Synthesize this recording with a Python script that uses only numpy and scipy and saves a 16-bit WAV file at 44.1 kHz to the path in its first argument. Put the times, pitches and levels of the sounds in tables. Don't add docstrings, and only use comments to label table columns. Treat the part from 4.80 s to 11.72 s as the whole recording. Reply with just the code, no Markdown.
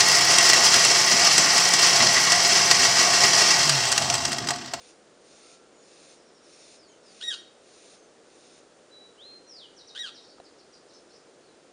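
import sys
import numpy as np
from scipy import signal
from scipy.fft import rfft, irfft
from scipy.io import wavfile

SR = 44100
rng = np.random.default_rng(int(sys.argv[2]) if len(sys.argv) > 2 else 0)


def file_out(sig):
    cols = np.atleast_2d(sig).T
    lim = np.clip(cols, -1, 1)
    pcm = np.round(lim * 32767).astype(np.int16)
    wavfile.write(sys.argv[1], SR, pcm)


N = 305172
TIME = np.arange(N) / SR
YARD_T60 = .5


def amp(db):
    return 10 ** (np.asarray(db) / 20)


def unit(x):
    return x / np.sqrt(np.mean(x ** 2) + 1e-20)


def curve_db(curve, hz):
    points_hz, points_db = np.transpose(curve)
    return np.interp(np.log(hz + 1), np.log(points_hz + 1), points_db)


def coloured_noise(size, curve):
    gain = amp(curve_db(curve, np.fft.rfftfreq(size, 1 / SR)))
    return unit(irfft(rfft(rng.standard_normal(size)) * gain, size))


def wander(size, rate_hz):
    padded = size + SR
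    hz = np.fft.rfftfreq(padded, 1 / SR)
    spectrum = rfft(rng.standard_normal(padded)) / (1 + (hz / rate_hz) ** 4)
    return unit(irfft(spectrum, padded))[:size]


def add(mix, start_s, sound):
    part = mix[max(round(start_s * SR), 0):][:len(sound)]
    part += sound[:len(part)]


def whistle(hz, waver):
    unsteady_hz = hz * (1 + waver * wander(len(hz), 150))
    return np.sqrt(2) * np.sin(2 * np.pi * np.cumsum(unsteady_hz) / SR)


def foliage(x, t60):
    t = TIME[:SR]
    taps = rng.standard_normal(SR) * (rng.random(SR) < .06)
    taps *= amp(-60 * t / t60) * (1 - np.exp(-t / .005))
    return signal.fftconvolve(x, taps / np.linalg.norm(taps))[:N]


def thicket(x, share, t60):
    return np.sqrt(1 - share) * x + np.sqrt(share) * foliage(x, t60)


# frequency in Hz, relative level in dB.
ROAR_EQ = [(20, -29.5), (50, -21.5), (100, -20), (160, -13), (250, -8), (350, -3.5), (480, -2.5),
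           (650, -7.5), (950, -15.5), (1350, -14.5), (2300, -21), (4200, -21.5), (6500, -22.5), (9600, -24)]


def distant_roar(level_db=-55.5, drift_db=.06):
    return amp(level_db + drift_db * wander(N, 7.7)) * coloured_noise(N, ROAR_EQ)


# end of a swell in seconds, level it climbs towards in dB.
INSECT_SWELLS = [(.117, -53), (.76, -53.5), (1.35, -54), (1.969, -53), (2.586, -52), (3.162, -54),
                 (3.8, -57)]
# frequency in Hz, relative level in dB.
INSECT_EQ = [(1200, -35), (2000, -7.5), (2600, -1), (3100, -8.5), (3600, -1), (5000, -1.5), (6500, -1.5),
             (7400, -4), (7900, -17), (8800, -1.5), (9600, -3.5)]


def insect(swell_s=.37, rise_s=.11, fall_s=.01, grain=.11):
    effort = np.zeros(N)
    for end, db in INSECT_SWELLS:
        attack = 1 - np.exp(-np.maximum(TIME - end + swell_s, 0) / rise_s)
        release = (1 - np.tanh((TIME - end) / fall_s)) / 2
        effort += amp(db) * attack * release
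    buzz = effort * coloured_noise(N, INSECT_EQ) * (1 + grain * wander(N, 250))
    return buzz + amp(-2.5) * foliage(buzz, t60=.23)


# start in seconds, length in seconds,
# first pitch in Hz, last pitch in Hz, level in dB.
FAR_SLURS = [ (0.567, 0.333, 1344, 1368, -67.5), (0.919, 0.14, 7050, 6600, -68),
             (1.0, .06, 6430, 4680, -69), (1.96, 0.13, 5800, 4050, -62.5), (2.071, 0.069, 7030, 6000, -63),
             (2.072, 0.091, 3250, 2950, -68.5), (2.223, .12, 5650, 4120, -62), (3.14, .13, 6400, 6150, -68),
             (4.442, .098, 2850, 2430, -71), (6.616, 0.11, 4580, 3870, -69)]


def far_birds(wet_db=-7):
    out = np.zeros(N)
    for start, length, first_hz, last_hz, db in FAR_SLURS:
        hz = np.geomspace(first_hz, last_hz, int(length * SR))
        add(out, start, amp(db) * whistle(hz, waver=.018) * signal.windows.tukey(len(hz), .4))
    return thicket(out, share=.46, t60=.18) + amp(wet_db) * foliage(out, YARD_T60)


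def twitter(start_s=1.365, step_s=.0865, note_s=.055, first_db=-67, growth_db=1.2, wet_db=-8):
    out = np.zeros(N)
    progress = np.linspace(0, 1, int(note_s * SR))
    hz = 5570 - 1880 * progress ** 5
    for k in range(6):
        note = whistle(hz, waver=.027) * signal.windows.tukey(len(hz), .4)
        add(out, start_s + k * step_s, amp(first_db + k * growth_db) * note)
    return thicket(out, share=.28, t60=.17) + amp(wet_db) * foliage(out, YARD_T60)


def call_shape(rise, hold, fall, top_hz, level_db, accent_db):
    sag_hz_per_s, break_hz, slide_hz_per_s = 600, 99.5, 8000
    onset_db, hold_db_per_s, release_db = -12.5, -72, -6.5
    t = np.arange(0, rise + hold + fall, 1 / SR)
    scoop = np.maximum(1 - t / rise, 0)
    bend = np.sin(np.pi / 2 * scoop)
    held_s = np.clip(t - rise, 0, hold)
    slid_s = np.maximum(t - rise - hold, 0)
    broken = 1 - np.exp(-slid_s / .003)
    slide = slid_s / fall
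    hz = top_hz * (1 - .26 * bend ** 2)
    hz -= sag_hz_per_s * held_s + break_hz * broken + slide_hz_per_s * slid_s
    accent = np.exp(-np.abs((t - rise - hold + .0098) / .011) ** 4)
    ring_db = 6.5 * broken * np.exp(-((hz - 1605) / 28) ** 2)
    db = level_db + onset_db * scoop ** 2.1 + hold_db_per_s * held_s + release_db * slide ** 3
    db += accent_db * np.maximum(accent, .26 * broken) + ring_db
    rough = .99 * bend + .041 * (1 - accent) + .092 * broken + .568 * slide ** 2
    return hz, db, np.clip(rough / amp(ring_db) ** 2, 0, 1)


# start, rise, hold and fall in seconds, top pitch in Hz,
# base level in dB, accent in dB, trim on the fundamental in dB, trim on harmonics 4 to 7 in dB.
NEAR_CALLS = [(2.403, .04, .055, 0.058, 1906, -35.5, 13, -2, 0),
              (5.145, .054, .026, 0.075, 1913, -38, 4, 1, -3.5)]
# frequency in Hz, relative level in dB.
THROAT_EQ = [(1000, -22), (1500, -10), (1900, -14), (2400, -22.5), (3100, 0.5), (3800, -0.5), (4350, -3.5),
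             (4900, -25), (5700, -15.5), (6400, -20), (7500, -21.5), (9500, -25)]
# delay in seconds, gain in dB.
SLAP_ECHOES = [(.0047, -20), (.0113, -18), (.018, -15), (.118, -26)]


def near_bird(jitter=.028, smear=1.47, flutter=.71, rasp=.65, leaves_db=-13, yard_db=-11):
    out = np.zeros(N)
    for start, rise, hold, fall, top_hz, level_db, accent_db, low_db, high_db in NEAR_CALLS:
        hz, db, rough = call_shape(rise, hold, fall, top_hz, level_db, accent_db)
        size = len(hz)
        phase = 2 * np.pi * np.cumsum(hz * (1 + jitter * rough * wander(size, 350))) / SR
        depth = np.clip(.84 + .017 * (db + 31), .75, 1.25)
        tone, power = np.zeros(size), np.zeros(size)
        for k, trim_db in enumerate([low_db, 0, 0] + [high_db] * 4, start=1):
            gain = amp(depth * curve_db(THROAT_EQ, k * hz) + trim_db)
            blur = smear * np.sqrt(rough) * max(k - 2, .3) * wander(size, 520)
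            tone += gain * np.sin(k * phase + blur)
            power += gain ** 2 / 2
        tone /= np.sqrt(power)
        tone *= 1 + flutter * np.sqrt(rough) * wander(size, 220)
        noise_gain = rasp * rough
        voice = np.sqrt(1 - noise_gain ** 2) * tone + noise_gain * coloured_noise(size, THROAT_EQ)
        add(out, start, amp(db) * voice * signal.windows.tukey(size, .1))
    heard = out + amp(leaves_db) * foliage(out, t60=.16) + amp(yard_db) * foliage(out, YARD_T60)
    for delay, db in SLAP_ECHOES:
        add(heard, delay, amp(db) * out)
    return heard


# start and length in seconds, first, knee and last pitch in Hz,
# time to the knee and settling time in seconds, level in dB, share scattered by leaves from 0 to 1.
SONG_NOTES = [ (4.104, 0.18, 3970, 3973, 3926, 0.026, 0.034, -55.5, 0.06),
              (4.371, 0.24, 2730, 3200, 4175, .028, 0.032, -50.5, 0.16),
              (4.665, 0.21, 6010, 4660, 2725, 0.1, .052, -50, 0.48),
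              (4.96, 0.061, 6300, 5570, 3720, .015, 0.017, -51.5, .75),
              (5.067, 0.052, 6420, 5420, 3680, .014, 0.012, -50.5, 0.6),
              (5.335, .058, 6280, 5360, 3590, 0.015, 0.018, -51, 0.8)]


def songbird(attack_share=.18, release_share=.16, wet_db=-8):
    out = np.zeros(N)
    for start, length, first_hz, knee_hz, last_hz, knee_s, settle_s, db, scattered in SONG_NOTES:
        t = np.arange(0, length, 1 / SR)
        glide_hz = np.interp(t, [0, knee_s], [first_hz, knee_hz])
        settling = np.exp(-(np.maximum(t - knee_s, 0) / settle_s) ** 1.5)
        hz = last_hz + (glide_hz - last_hz) * settling
        envelope = np.interp(t / length, [0, attack_share, 1 - release_share, 1], [0, 1, 1, 0])
        note = np.zeros(N)
        add(note, start, amp(db) * envelope * whistle(hz, waver=.0038))
        out += thicket(note, scattered, t60=.24)
    return out + amp(wet_db) * foliage(out, YARD_T60)


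# start in seconds, top pitch in Hz, level in dB.
HIDDEN_CHIPS = [ (5.419, 6180, -55.5), (5.478, 6010, -56), (5.635, 6120, -57), (5.774, 6260, -57.5),
                (5.92, 5980, -55.5), (6.08, 5690, -58.5), (6.125, 6300, -55), (6.288, 5600, -60.5),
                (6.324, 6500, -56.5)]


def chips(length_s=.044, fall_ratio=.65, wet_db=-7):
    out = np.zeros(N)
    for start, top_hz, db in HIDDEN_CHIPS:
        hz = top_hz * np.geomspace(1, fall_ratio, int(length_s * SR))
        add(out, start, amp(db) * whistle(hz, waver=.0645) * signal.windows.tukey(len(hz), .6))
    return thicket(out, share=.65, t60=.25) + amp(wet_db) * foliage(out, YARD_T60)


# start in seconds, level in dB, pitch factor.
FINGER_TAPS = [(5.5835, -50, 1.85), (5.6007, -38.5, 1.01)]
# frequency in Hz before the pitch factor, relative level in dB,
# time to fall 60 dB in seconds.
CASE_MODES = [(683, 3.5, 0.021), (538, -3, .02), (1250, -12, .012), (2720, -11, 0.011), (3930, -7, 0.013)]


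def camera_knock(attack_s=.00031):
    out, t = np.zeros(N), TIME[:2000]
    attack = 1 - np.exp(-t / attack_s)
    for start, db, pitch_factor in FINGER_TAPS:
        ring = sum(amp(mode_db - 60 * t / t60) * np.sin(2 * np.pi * hz * pitch_factor * t)
                   for hz, mode_db, t60 in CASE_MODES)
        add(out, start, -amp(db) * ring * attack)
    return out


def scene():
    birds = near_bird() + songbird() + far_birds() + twitter() + chips()
    return (birds + insect() + distant_roar() + camera_knock())[None]


def record(dry, notch_hz=8170, notch_width_hz=260, cutoff_hz=9680):
    hz = np.fft.rfftfreq(N, 1 / SR)
    notch = 1 - np.exp(-((hz - notch_hz) / notch_width_hz) ** 2)
    notched = irfft(rfft(dry) * notch, N)
    lowpass = signal.firwin(1023, cutoff_hz, window=("kaiser", 9), fs=SR)
    return signal.oaconvolve(notched, lowpass[None], "same")


dry = scene()
out = record(dry)
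file_out(out)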